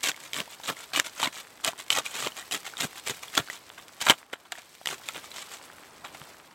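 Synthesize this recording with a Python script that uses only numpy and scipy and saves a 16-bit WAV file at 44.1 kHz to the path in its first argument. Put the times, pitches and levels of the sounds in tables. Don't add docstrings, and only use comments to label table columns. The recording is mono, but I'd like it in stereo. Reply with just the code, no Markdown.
import sys
import numpy as np
from scipy import signal
from scipy.fft import rfft, irfft
from scipy.io import wavfile
from scipy.ndimage import uniform_filter1d, map_coordinates

SR = 44100
rng = np.random.default_rng(int(sys.argv[2]) if len(sys.argv) > 2 else 0)


def digitize_waveform(pressure):
    field = np.atleast_2d(pressure).T
    bounded = np.clip(field, -1, 1)
    quanta = np.round(bounded * 32767).astype(np.int16)
    wavfile.write(sys.argv[1], SR, quanta)


N = 288414


def gain_of(db):
    return 10 ** (np.asarray(db) / 20)


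def evened(x):
    return x / np.sqrt(np.mean(x ** 2) + 1e-20)


def decay(t_s, t60_s):
    return np.exp(-np.log(1000) * t_s / t60_s)


def level_curve(points):
    return np.interp(np.arange(N) / SR, *np.transpose(points))


def add(mix, start_s, sound):
    part = mix[max(round(start_s * SR), 0):][:len(sound)]
    part += sound[:len(part)]


def coloured(x, points, size=4096):
    hz, db = np.transpose(points)
    bin_hz = abs(np.fft.fftfreq(size, 1 / SR)) + 1
    log_gain = np.log(gain_of(np.interp(np.log(bin_hz), np.log(hz), db)))
    taps = np.fft.ifft(np.exp(signal.hilbert(log_gain).conj())).real
    return signal.oaconvolve(x, taps[:size // 2])[:len(x)]


def wander(rate_hz):
    hz = np.fft.rfftfreq(N, 1 / SR)
    return evened(irfft(rfft(rng.standard_normal(N)) / (1 + (hz / rate_hz) ** 4), N))


def steadied(x, window_s):
    power = abs(uniform_filter1d(x ** 2, int(window_s * SR) + 1))
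    return x / np.sqrt(power + np.mean(x ** 2) / 100)


def clicks(per_s, spread_db):
    size = gain_of(spread_db * np.minimum(rng.exponential(1, N), 5))
    return size * rng.choice([-1, 1], N) * (rng.random(N) < per_s / SR)


def pocket(pitch_hz, t60_s, glide):
    t = np.arange(int(t60_s * SR) + 2) / SR
    return np.sin(2 * np.pi * pitch_hz * t * (1 + glide * t / t60_s)) * decay(t, t60_s)


def pockets(low_hz, high_hz, cycles, per_s, spread_db, count=24):
    swarm = np.zeros(N)
    for hz in np.geomspace(low_hz, high_hz, count):
        bursts = clicks(per_s / count, spread_db)
        swarm += hz ** 1.5 * signal.oaconvolve(bursts, pocket(hz, cycles / hz, 0.15))[:N]
    return evened(swarm)


def mirrored(x, strength=0.27, shortest_ms=1.5, sway=0.143, count=3):
    at, out = np.arange(N), x
    for k in range(count):
        delay = shortest_ms / 1000 * SR * 1.7 ** k * (1 + sway * wander(rate_hz=3))
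        out = out + (-1) ** k * strength * map_coordinates(x, [at - delay], order=3)
    return out / np.sqrt(1 + count * strength ** 2)


# freq_hz [Hz], density_db [dB per Hz]
WASH_COLOUR = [(30, -2.5), (120, 0), (200, -1), (330, 2), (1100, 2), (1600, -2.5), (2600, -10), (5000, -30),
               (16000, -30)]
# freq_hz [Hz], density_db [dB per Hz]
WIDE_COLOUR = [(30, -9), (100, 7), (180, 14), (600, 14), (1100, 1.5), (2200, -15), (6000, -23), (16000, -8)]
# time_s [s], level_db [dB]
WASH_LEVEL = [(0, -57), (3.2, -56), (3.95, -57), (4.48, -61), (4.8, -62.5), (5.04, -55.5), (6.22, -52.5),
              (6.54, -57)]


def wash(wide_db=-15.0):
    wash_db = level_curve(WASH_LEVEL)
    centre = evened(coloured(rng.standard_normal(N), WASH_COLOUR)) * gain_of(wash_db)
    wide = evened(coloured(rng.standard_normal(N), WIDE_COLOUR)) * gain_of(wash_db + wide_db)
    return centre + np.array([wide, -wide])


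# freq_hz [Hz], density_db [dB per Hz]
FIZZ_COLOUR = [(1000, -6.5), (2200, -1.5), (2650, -3), (3300, -2.5), (4600, -3.5), (7000, -8), (7900, -4.5),
               (9500, -11), (13000, -12), (16000, -15)]
# time_s [s], level_db [dB]
FIZZ_LEVEL_CURVE = [(0, -52.5), (1.15, -52), (1.5, -55.5), (1.95, -54.5), (2.3, -50), (2.6, -51.5),
                    (3.4, -50.5), (3.75, -56), (4.15, -52.5), (4.28, -65), (4.62, -56.5), (4.82, -57),
                    (5.05, -49.5), (5.58, -52.5), (5.75, -56), (6.0, -57.5), (6.2, -52.5), (6.54, -60.5)]


def fizz(froth_gain=0.74, flicker_db=1.55):
    froth = steadied(pockets(1550, 13500, cycles=11, per_s=500, spread_db=2.5), window_s=0.12)
    hiss = coloured(rng.standard_normal(N) + froth_gain * froth, FIZZ_COLOUR)
    level_db = level_curve(FIZZ_LEVEL_CURVE) + flicker_db * wander(rate_hz=23)
    return evened(mirrored(hiss)) * gain_of(level_db)


def drips(offset_db=-3.5):
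    rings = pockets(440, 3270, cycles=6.8, per_s=60, spread_db=5.0)
    level_db = (level_curve(FIZZ_LEVEL_CURVE) + level_curve(WASH_LEVEL)) / 2 + offset_db
    return steadied(coloured(rings, SQUELCH_COLOUR), window_s=1.0) * gain_of(level_db)


def crumbs(offset_db=-7):
    ticks = coloured(clicks(per_s=18, spread_db=1.5), GRIT_COLOUR)
    return evened(mirrored(ticks)) * gain_of(level_curve(FIZZ_LEVEL_CURVE) + offset_db)


# start_s [s], push_s [s], grit_db [dB], squelch_db [dB], thud_db [dB]
STAB_STROKES = [(0.034, 0.058, -27, -31.5, -40.5), (0.338, 0.066, -35, -35.5, -38),
                (0.675, 0.028, -31.5, -28, -33), (0.936, 0.054, -31, -27, -36),
                (1.197, 0.067, -34, -29, -39.5), (1.641, 0.042, -28, -28.5, -38),
                (1.95, 0.036, -28.5, -26, -35.5), (2.143, 0.13, -36, -34.5, -41.5),
                (2.521, 0.033, -29.5, -32, -36), (2.803, 0.043, -31.5, -34, -33.5),
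                (3.065, 0.042, -32, -32.5, -38.5), (3.371, 0.01, -28, -25, -25.5),
                (4.067, 0.04, -29, -18, -31), (4.87, 0.063, -36.5, -37, -41.5),
                (5.146, 0.023, -44, -37, -41)]


def stabs(layer, entry_db, release_s=0.041):
    column = {"grit": 2, "squelch": 3, "thud": 4}[layer]
    return [(row[0], row[1], release_s, row[column] + entry_db, row[column]) for row in STAB_STROKES]


def pressure(strokes, fall_db=30, attack_s=0.0087):
    t, power = np.arange(0, N, 16) / SR, 0
    for start_s, push_s, release_s, entry_db, deep_db in strokes:
        knees_s = start_s + np.array([-attack_s, 0, push_s, push_s + release_s, push_s + 2 * release_s])
        knees_db = [entry_db - fall_db, entry_db, deep_db, deep_db - fall_db, deep_db - 2 * fall_db]
        power += gain_of(np.interp(t, knees_s, knees_db, -np.inf, -np.inf)) ** 2
    return np.interp(np.arange(N) / SR, t, np.sqrt(power))


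# freq_hz [Hz], density_db [dB per Hz]
GRIT_COLOUR = [(700, -21.5), (1500, -12.5), (2300, -3), (2600, -6.5), (3100, -4.5), (3700, -5), (4600, -11),
               (5600, -11.5), (7700, -8), (9700, -19), (13000, -15), (16000, -26.5)]


def grit(slips):
    sand = 1.02 * evened(clicks(per_s=11000, spread_db=1.5))
    sand += pockets(1700, 10150, cycles=12.5, per_s=1500, spread_db=3.0)
    strokes = stabs("grit", entry_db=-1) + scrapes(offset_db=0) + splats(offset_db=-9.5)
    return steadied(coloured(sand * slips, GRIT_COLOUR), window_s=0.0436) * pressure(strokes)


# freq_hz [Hz], density_db [dB per Hz]
SQUELCH_COLOUR = [(150, -14), (350, -6), (550, -4.5), (750, 2.5), (1350, 2.5), (1700, 0), (2400, -6),
                  (3500, -4.5), (7000, -28)]


def squelch(slips):
    mud = pockets(288, 3620, cycles=10.1, per_s=1000, spread_db=3.0)
    strokes = stabs("squelch", entry_db=-7) + scrapes(offset_db=-5) + splats(offset_db=0)
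    return steadied(coloured(mud * slips, SQUELCH_COLOUR), window_s=0.022) * pressure(strokes)


# freq_hz [Hz], density_db [dB per Hz]
THUD_COLOUR = [(40, -13), (90, -12.5), (130, 2.5), (200, -8.5), (300, 7), (500, 1), (1000, -20.5)]


def thud(slips):
    lumps = clicks(per_s=900, spread_db=0.5)
    strokes = stabs("thud", entry_db=-11) + scrapes(offset_db=-19) + splats(offset_db=-24)
    return steadied(coloured(lumps * slips, THUD_COLOUR), window_s=0.035) * pressure(strokes, fall_db=26.5)


def shovel(slip_db=3.7):
    slips = gain_of(slip_db * wander(rate_hz=220))
    return mirrored(grit(slips) + squelch(slips) + thud(slips))


# start_s [s], level_db [dB peak], pitch_hz [Hz], t60_s [s]
SNAP_HITS = [(0.040, -9, 3750, 0.0023), (0.061, -21, 2670, 0.011), (0.095, -14.5, 2700, 0.0061),
             (0.116, -21, 3300, 0.0071), (0.333, -15, 3280, 0.008), (0.343, -19.5, 3100, 0.0084),
             (0.403, -15, 2920, 0.0046), (0.635, -28, 3900, 0.0081), (0.96, -14.5, 2920, 0.049),
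             (0.998, -4, 1720, 0.0093), (1.229, -11.5, 903, 0.029), (1.234, -14.5, 3040, 0.027),
             (1.245, -13, 3960, 0.016), (1.273, -16.5, 2180, 0.022), (1.903, -5, 3040, 0.022),
             (1.926, -15.5, 3110, 0.033), (2.062, -19.5, 2440, 0.027), (2.272, -16.5, 1060, 0.011),
             (2.511, -20.5, 3000, 0.031), (2.808, -11.5, 3540, 0.0031), (2.822, -21, 3730, 0.014),
             (3.074, -17.5, 2380, 0.01), (3.376, -8.5, 3480, 0.016), (3.378, -9.5, 1410, 0.019),
             (4.086, -10, 2240, 0.012), (4.098, -1, 3020, 0.021), (4.103, -6, 3170, 0.022),
             (4.107, -5.5, 2176, 0.024), (4.11, -15, 1220, 0.028), (4.33, -25, 1930, 0.018),
             (4.521, -20, 1860, 0.0075), (4.858, -16, 1920, 0.01), (4.872, -12.5, 2970, 0.0069),
             (5.087, -16.5, 3600, 0.012), (5.315, -30, 4030, 0.02)]


def snaps(ring=0.8, body=0.21, crack_share=0.83, contact_s=0.000038, dull_hz=8500):
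    out, t = np.zeros(N), np.arange(2048) / SR
    cushion = signal.butter(1, min(dull_hz, SR / 3), fs=SR)
    for start_s, level_db, pitch_hz, t60_s in SNAP_HITS:
        burst = rng.choice([-1, 1], len(t)) * decay(t, crack_share * t60_s)
        crack = evened(coloured(signal.lfilter(*cushion, burst), GRIT_COLOUR))
        crack += body * evened(coloured(burst, SQUELCH_COLOUR))
        crack /= abs(crack).max()
        add(crack, 0, ring * pocket(pitch_hz, t60_s, -0.031))
        crack *= 1 - np.exp(-t * gain_of(level_db) / contact_s)
        add(out, start_s, gain_of(level_db) * crack / abs(crack).max())
    return out


# start_s [s], level_db [dB], pitch_hz [Hz]
RINGING_POPS = [(0.144, -33, 2100), (0.477, -36, 870), (0.6, -33.5, 835), (0.768, -32, 2040),
                (1.368, -29.5, 1190), (1.733, -31.5, 950), (1.8, -34, 1040), (2.32, -32.5, 2930),
                (2.426, -34, 1870), (2.737, -31, 1480), (2.77, -26, 3600), (3.282, -32.5, 3280),
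                (3.485, -32, 1480), (3.5, -22, 1920), (4.554, -33, 1790), (4.814, -35, 714),
                (6.149, -33.5, 786)]


def pops(splash=0.57, t60_s=0.018):
    out = np.zeros(N)
    for start_s, level_db, pitch_hz in RINGING_POPS:
        spray = rng.standard_normal(512) * np.exp(-np.arange(512) / SR / 0.002)
        spray = coloured(spray, FIZZ_COLOUR) + coloured(spray, SQUELCH_COLOUR)
        add(out, start_s, gain_of(level_db) * pocket(pitch_hz, t60_s, 0.11))
        add(out, start_s, gain_of(level_db) * splash * spray)
    return out


# start_s [s], swell_s [s], grit_db [dB]
SCRAPE_STROKES = [(0.19, 0.074, -46), (0.496, 0.039, -46), (0.636, 0.022, -37.5), (0.762, 0.07, -44),
                  (1.045, 0.021, -36), (1.161, 0.055, -39.5), (1.329, 0.073, -40.5), (1.781, 0.021, -39),
                  (1.909, 0.019, -28), (2.049, 0.014, -34.5), (2.09, 0.14, -40.5), (2.368, 0.019, -36.5),
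                  (2.647, 0.03, -37), (2.781, 0.022, -34), (2.958, 0.023, -39.5), (3.227, 0.0046, -38),
                  (3.332, 0.026, -34.5), (3.501, 0.052, -41.5), (4.006, 0.015, -29), (4.044, 0.025, -33.5),
                  (4.552, 0.044, -49.5), (5.027, 0.05, -48.5), (5.235, 0.011, -44.5), (5.339, 0.048, -39.5),
                  (5.395, 0.027, -41.5), (5.507, 0.037, -41.5)]


def scrapes(offset_db, entry_db=-5.5, release_s=0.055):
    return [(start_s, swell_s, release_s, db + offset_db + entry_db, db + offset_db)
            for start_s, swell_s, db in SCRAPE_STROKES]


# start_s [s], level_db [dB], pitch_hz [Hz]
GROUND_KNOCKS = [(0.405, -26.5, 203), (1.274, -19, 288), (2.268, -12, 456), (2.847, -19, 178),
                 (3.105, -28, 137), (3.378, -13, 348), (3.396, -20.5, 134), (4.101, -8, 363),
                 (4.333, -16.5, 535), (6.212, -32, 139)]


def knocks(sag=0.057, cycles=5.35):
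    out = np.zeros(N)
    for start_s, level_db, pitch_hz in GROUND_KNOCKS:
        knock = pocket(pitch_hz, cycles / pitch_hz, -sag)
        front = 1 - np.exp(-np.arange(len(knock)) * pitch_hz / SR * 2)
        add(out, start_s, gain_of(level_db) * knock * front)
    return out


# start_s [s], squelch_db [dB]
SPLATS_AND_TAPS = [(2.412, -41), (3.397, -33), (3.782, -38), (4.329, -32), (4.454, -49.5), (4.522, -37),
                   (4.579, -40), (4.649, -56), (5.089, -36.5), (6.046, -33), (6.148, -45)]


def splats(offset_db, hold_s=0.0019, release_s=0.037):
    return [(start_s, hold_s, release_s, db + offset_db, db + offset_db) for start_s, db in SPLATS_AND_TAPS]


def pit(x, t60_s=0.07, wet_db=-17):
    t = np.arange(SR // 4) / SR
    taps = rng.standard_normal(len(t)) * decay(t, t60_s) * (t > 0.002)
    return x + gain_of(wet_db) * signal.oaconvolve(x, taps / np.linalg.norm(taps))[:N]


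def scene():
    digging = pit(shovel() + snaps() + pops() + knocks())
    return digging + fizz() + drips() + crumbs() + wash()


def record(dry, low_cut_hz=70, ceiling=0.85, edge_hz=16100):
    thin = signal.sosfilt(signal.butter(2, low_cut_hz, "high", fs=SR, output="sos"), dry)
    held = thin / (1 + (thin / ceiling) ** 6) ** (1 / 6)
    band = signal.firwin(401, edge_hz, window=("kaiser", 8), fs=SR)
    return signal.oaconvolve(held, band[None], "same")


dry = scene()
out = record(dry)
digitize_waveform(out)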